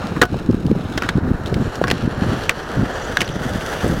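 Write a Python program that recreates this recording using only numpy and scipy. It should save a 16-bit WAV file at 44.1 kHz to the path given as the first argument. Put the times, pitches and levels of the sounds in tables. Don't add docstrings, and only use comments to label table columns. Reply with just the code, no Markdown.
import sys
import numpy as np
from scipy import signal
from scipy.fft import rfft, irfft
from scipy.io import wavfile
from scipy.ndimage import uniform_filter1d

SR = 44100
rng = np.random.default_rng(int(sys.argv[2]) if len(sys.argv) > 2 else 0)


def materialize(psi):
    bounded = np.clip(np.atleast_2d(psi).T, -1, 1)
    quanta = np.round(bounded * 32767).astype(np.int16)
    wavfile.write(sys.argv[1], SR, quanta)


N = 176400
HIT_SAMPLES = 8192


def rolling():
    # t/s, rumble level/dB, grit level/dB, hiss level/dB
    roll_levels = [(0, -26.5, -38, -57), (.19, -31.5, -40, -52), (.28, -38, -46, -63), (.36, -35, -40, -57),
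                   (.44, -35, -46.5, -60), (.58, -37.5, -46.5, -61), (.74, -35.5, -45.5, -61),
                   (.93, -31.5, -41, -52), (1.12, -29.5, -40, -56), (1.21, -29.5, -46, -63),
                   (1.39, -31, -46.5, -57.5), (1.66, -29.5, -40.5, -57), (1.86, -31, -41.5, -52),
                   (1.98, -31, -36.5, -59), (2.14, -27.5, -41, -60), (2.23, -24.5, -35.5, -52),
                   (2.47, -26.5, -34, -50), (2.53, -28.5, -39, -54.5), (2.85, -25, -38.5, -53),
                   (3.0, -25, -35, -51), (3.15, -27.5, -39, -51), (3.33, -31, -39.5, -57),
                   (3.44, -24.5, -36, -46.5), (3.54, -26.5, -36.5, -47), (3.8, -25, -35.5, -43),
                   (4.0, -25.5, -36, -45.5)]
    # f/Hz, relative level/dB
    rumble_spectrum = [(60, 6.5), (200, -11.5), (450, 7), (750, 7.5), (1050, -2), (1400, -0.5),
                       (1750, -2.5), (2200, -10.5), (3500, -57), (8000, -66)]
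    grit_spectrum = [(900, 8), (2000, 7), (3500, 7.5), (6000, -3), (8000, -11), (12000, -23), (16000, -54)]
    hiss_spectrum = [(3000, -5), (7000, 1.5), (9000, -2.5), (11500, -1.5), (13000, -6), (16000, -8.5)]
    # t/s, lag/ms
    ground_lag = [(0, 0.74), (.9, 0.76), (1.65, 0.71), (2.3, 0.69), (2.9, 0.663), (3.5, 0.61), (4.0, 0.64)]
    grains_per_s, ground_share = 1200, 0.35
    rumble_db, grit_db, hiss_db = in_time(roll_levels)
    rumble_noise, grit_noise, hiss_noise, grain_noise = rng.standard_normal((4, N))
    bumps = drift(hz=23)
    crushed = rng.random(N) < grains_per_s / SR
    grain_size = from_db(3.8 * np.minimum(rng.exponential(1, N), 3.5))
    grains = from_db(-4.5) * rms_one(crushed * grain_noise * grain_size)
    rumble = from_db(rumble_db + 1.2 * bumps) * colour(rumble_noise, rumble_spectrum)
    grit = from_db(grit_db + 1.54 * bumps) * colour(grit_noise + grains, grit_spectrum)
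    hiss = from_db(hiss_db + 1.8 * bumps) * colour(hiss_noise + grains, hiss_spectrum)
    direct = rumble + grit
    lag_ms, = in_time(ground_lag)
    n = np.arange(N)
    reflection = np.interp(n - lag_ms * SR / 1000, n, direct)
    return (direct + ground_share * reflection) / np.hypot(1, ground_share) + hiss


def clacks():
    # t/s, level/dB, knock f/Hz, decay/s, relative crack/dB, ring/dB, thud/dB
    contacts = [(0.1635, -22, 1240, 0.011, -25, -9, -9), (0.2147, -12.5, 1590, 0.0037, -4, 0.5, 1),
                (0.2178, -3.5, 1590, 0.002, 0, -2, -1), (0.2257, -8.5, 1400, 0.0045, -7.5, -4, -6.5),
                (0.2325, -15.5, 1310, .007, -6, -12, 6.5), (0.2522, -28, 1400, 0.0037, 0, -5, 8),
                (0.9761, -17, 1500, 0.0063, -0.5, -3.5, 4), (1.0213, -12.5, 1350, 0.0026, -8.5, -15, -5),
                (1.0330, -21.5, 1400, 0.02, -9, -10, -15), (1.0885, -13, 1600, 0.0058, -3.5, -8, -5.5),
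                (1.8395, -10.5, 1280, 0.0019, -16, -3, -10), (1.8720, -21, 1600, .003, -6, -4, -4),
                (1.88, -24, 2100, 0.0084, -1, 6.5, -3), (1.901, -15, 2100, 0.0032, -6, -10, -6),
                (1.9120, -11, 1780, 0.0033, -1, -8.5, -1.5), (2.4940, 1, 1986, 0.0012, -7.5, -21, -17),
                (3.1705, -4.5, 1570, .0017, -4.5, -12.5, -17), (3.2054, -14, 2510, 0.008, -8, -9, -5.5),
                (3.2159, -11.5, 2200, 0.0034, -5, -12, -4)]
    # f/knock pitch, relative level/dB
    crack_spectrum = [(.15, -12), (.6, 4), (1.2, -3.5), (1.6, -5), (2.25, 7), (3.1, -3.5), (4.1, -6.5),
                      (6.5, -19), (11, -30)]
    # f/Hz, relative level/dB
    thud_spectrum = [(60, 2), (150, -8), (280, 6), (500, -3), (800, -7), (1200, -6), (2500, -33)]
    out = np.zeros(N)
    for s, db, hz, decay_s, crack_db, ring_db, thud_db in contacts:
        knock_noise, crack_noise, scatter_noise, thud_noise = rng.standard_normal((4, HIT_SAMPLES))
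        knock = burst(steady(resonate_twice(knock_noise, hz, width=0.4)), decay_s)
        bright = colour(crack_noise, np.array(crack_spectrum) * [hz, 1])
        crack = from_db(crack_db) * burst(bright, 0.82 * decay_s)
        thud = from_db(thud_db) * burst(colour(thud_noise, thud_spectrum), decay_s=0.0056)
        scatter = from_db(-21) * burst(resonate_twice(scatter_noise, hz, width=0.9), decay_s=0.011)
        ring = from_db(ring_db - 3) * boot_ring()
        add(out, s, from_db(db) * (knock + crack + thud + scatter + ring))
    return out


def boot_ring():
    # f/Hz, relative level/dB, t60/s
    modes = [(376, -8.5, 0.07), (489, -6.5, 0.1), (717, -14.5, 0.21), (1105, -10, 0.1), (1491, -6, 0.11),
             (1652, 1, 0.058), (1910, -31, 0.039), (3483, -19, 0.06), (4460, -20, .04), (5700, -20, 0.041),
             (6950, -29, .035)]
    out, t = np.zeros(HIT_SAMPLES), np.arange(HIT_SAMPLES) / SR
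    for hz, db, t60 in modes:
        envelope = from_db(db + rng.normal(0, 2.2) - 60 * t / t60)
        detuned_hz = hz * (1 + rng.normal(0, 0.0057))
        out += envelope * np.sin(2 * np.pi * detuned_hz * t) * rng.choice([-1, 1])
    return out


def taps_and_scrapes():
    # t/s, level/dB, f/Hz, decay/s
    touches = [(0.0692, -28.5, 4550, .002), (0.3137, -39, 4000, .003), (0.380, -45, 4500, .004),
               (0.5115, -33, 4900, .0015), (0.551, -39, 5000, 0.0018), (0.665, -28, 4450, 0.0012),
               (0.713, -29.5, 4000, 0.0015), (1.174, -35, 4000, 0.0025), (1.4592, -26.5, 3560, 0.0057),
               (1.4716, -28.5, 3980, 0.0019), (1.542, -21, 3500, 0.0031), (1.7547, -26, 4970, 0.0026),
               (1.9802, -32.5, 3000, 0.0037), (2.8524, -33, 2280, 0.0067), (3.2768, -24, 3930, .0025),
               (3.289, -26.5, 3070, 0.0058), (3.188, -29, 3000, .003), (3.244, -30, 2500, .004),
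               (3.609, -30, 2500, .008), (3.878, -31.5, 8500, .005)]
    # f/Hz, relative level/dB
    hiss_spectrum = [(800, 14), (3000, 21.5), (6000, -28), (9000, -27.5), (16000, -11)]
    out = np.zeros(N)
    for s, db, hz, decay_s in touches:
        ping_noise, hiss_noise = rng.standard_normal((2, HIT_SAMPLES))
        ping = resonate(ping_noise, hz, width=0.25)
        hiss = from_db(-2) * colour(hiss_noise, hiss_spectrum)
        add(out, s, from_db(db) * burst(ping + hiss, decay_s))
    return out


def whirrs():
    # start t/s, end t/s, f/Hz, width/share of f, level/dB
    bands = [(0.75, 1.12, 3400, 0.27, -50.5), (1.55, 1.85, 6850, 0.23, -57),
             (1.95, 2.5, 10800, 0.11, -64.5), (2.153, 2.95, 5680, 0.15, -56), (2.88, 3.12, 6850, .16, -51),
             (2.895, 4.3, 5880, 0.091, -49.5), (3.701, 3.87, 2630, 0.48, -37)]
    fade_s, rattle_db = 0.071, 3.5
    out, t = np.zeros(N), np.arange(N) / SR
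    for start, end, hz, width, db in bands:
        swell = np.clip(np.minimum(t - start, end - t) / fade_s, 0, 1)
        gain = from_db(db + rattle_db * drift(hz=50))
        out += swell * gain * resonate_twice(rng.standard_normal(N), hz, width)
    return out


def wind():
    # t/s, relative level/dB
    gusts = [(0, -30), (.07, -26), (.22, -23.5), (.28, -35), (.33, -20), (.43, -26.5), (.5, -19),
             (.6, -24.5), (.7, -18), (.78, -23), (.9, -26.5), (1.1, -28.5), (1.17, -21.5), (1.33, -18),
             (1.43, -30), (1.57, -16), (1.68, -20.5), (1.735, -47), (1.79, -27), (1.92, -22.5), (1.98, -28),
             (2.07, -17.5), (2.15, -30), (2.23, -19.5), (2.33, -21), (2.4, -30.5), (2.55, -36.5),
             (2.72, -34), (2.77, -20.5), (2.83, -16.5), (2.88, -35.5), (3.2, -29.5), (3.36, -24),
             (3.42, -29.5), (3.57, -26), (3.65, -33), (3.81, -32), (3.85, -20), (4.0, -21.5)]
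    # f/Hz, relative level/dB
    buffet_spectrum = [(15, 9), (28, -25.5), (42, -4.5), (80, 1), (150, 2.5), (250, -2), (400, -9),
                       (650, -26.5), (1200, -42), (3000, -59)]
    flutter_hz = 370
    gust_db, = in_time(gusts)
    lump_noise, flutter_noise = rng.standard_normal((2, N))
    lumps = colour(lump_noise, buffet_spectrum) * from_db(4.6 * drift(hz=27))
    lumps /= np.sqrt(uniform_filter1d(lumps ** 2, size=3000) + 1e-9)
    turbulence = resonate(resonate(flutter_noise, flutter_hz, width=0.57), flutter_hz, width=1.16)
    flutter_db = -22 + 0.24 * (gust_db - gust_db.max())
    flutter = from_db(flutter_db) * lumps * turbulence
    return from_db(gust_db + 2.5) * (lumps + flutter)


def eddies():
    # t/s, relative peak level/dB, f/Hz
    thumps = [(.344, -10, 600), (.493, 1, 195), (.4995, -3, 298), (.506, -2.5, 248), (.532, -18.5, 795),
              (0.546, -3.5, 227), (.662, -10, 162), (.684, -17, 590), (0.702, -6, 177), (.716, -1, 315),
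              (.753, -15, 534), (.795, -16, 500), (1.157, -3.5, 162), (1.183, -5.5, 278), (1.244, -20, 200),
              (1.316, -3, 183), (1.527, -7, 370), (1.563, -5.5, 131), (1.614, -8.5, 283), (1.816, 0, 487),
              (1.932, -11, 198), (2.078, -5, 246), (2.222, -5.5, 208), (2.266, -9.5, 219), (2.32, -13, 200),
              (2.782, -12.5, 180), (2.813, -13, 275), (2.836, -9, 253), (3.358, -14, 142),
              (3.465, -10, 173), (3.559, -9.5, 195), (3.845, -7, 360), (3.865, -5.5, 396),
              (3.901, -10.5, 192), (3.927, -17, 220)]
    width_cycles = 0.39
    out, t = np.zeros(N), np.arange(-HIT_SAMPLES // 4, HIT_SAMPLES // 4) / SR
    for s, db, hz in thumps:
        envelope = 1 / np.cosh(np.clip(np.sqrt(2) * hz * t / width_cycles, -20, 20))
        swing = np.cos(2 * np.pi * hz * t + rng.uniform(0, 2 * np.pi))
        add(out, s + t[0], from_db(db + 0.5) * envelope * swing)
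    return out


def from_db(db):
    return 10 ** (np.asarray(db) / 20)


def rms_one(x):
    return x / np.sqrt(np.mean(x ** 2) + 1e-20)


def in_time(rows):
    s, *columns = np.transpose(rows)
    return [np.interp(np.arange(N) / SR, s, column) for column in columns]


def colour(x, spectrum):
    hz, db = np.transpose(spectrum)
    f = np.maximum(np.fft.rfftfreq(len(x), 1 / SR), 1)
    gain = from_db(np.interp(np.log(f), np.log(hz), db))
    return rms_one(irfft(rfft(x) * gain, len(x)))


def resonate(x, hz, width):
    r = np.exp(-np.pi * width * hz / SR)
    return rms_one(signal.lfilter([1, 0, -1], [1, -2 * r * np.cos(2 * np.pi * hz / SR), r * r], x))


def resonate_twice(x, hz, width):
    return resonate(resonate(x, hz, width), hz, width)


def steady(x):
    return rms_one(x / np.sqrt(np.abs(signal.hilbert(x)) ** 2 + 0.3))


def drift(hz):
    f = np.fft.rfftfreq(N, 1 / SR)
    return rms_one(irfft(rfft(rng.standard_normal(N)) / (1 + (f / hz) ** 2), N))


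def burst(noise, decay_s, attack_s=0.0008):
    t = np.arange(len(noise)) / SR
    envelope = np.minimum(t / attack_s, 1) * np.exp(-np.maximum(t - attack_s, 0) / decay_s)
    return rms_one(noise * envelope) * np.sqrt(np.mean(envelope ** 2))


def add(out, s, sound):
    i = max(int(s * SR), 0)
    out[i:i + len(sound)] += sound[:N - i]


def scene():
    return (clacks() + taps_and_scrapes() + rolling() + whirrs() + wind() + eddies())[None]


def record(dry):
    low_cut_hz, high_cut_hz = 29, 16000
    lean = signal.sosfilt(signal.butter(2, low_cut_hz, "high", fs=SR, output="sos"), dry)
    clipped = lean / (1 + lean ** 8) ** (1 / 8)
    return signal.sosfilt(signal.ellip(10, 0.1, 70, high_cut_hz, fs=SR, output="sos"), clipped)


dry = scene()
out = record(dry)
materialize(out)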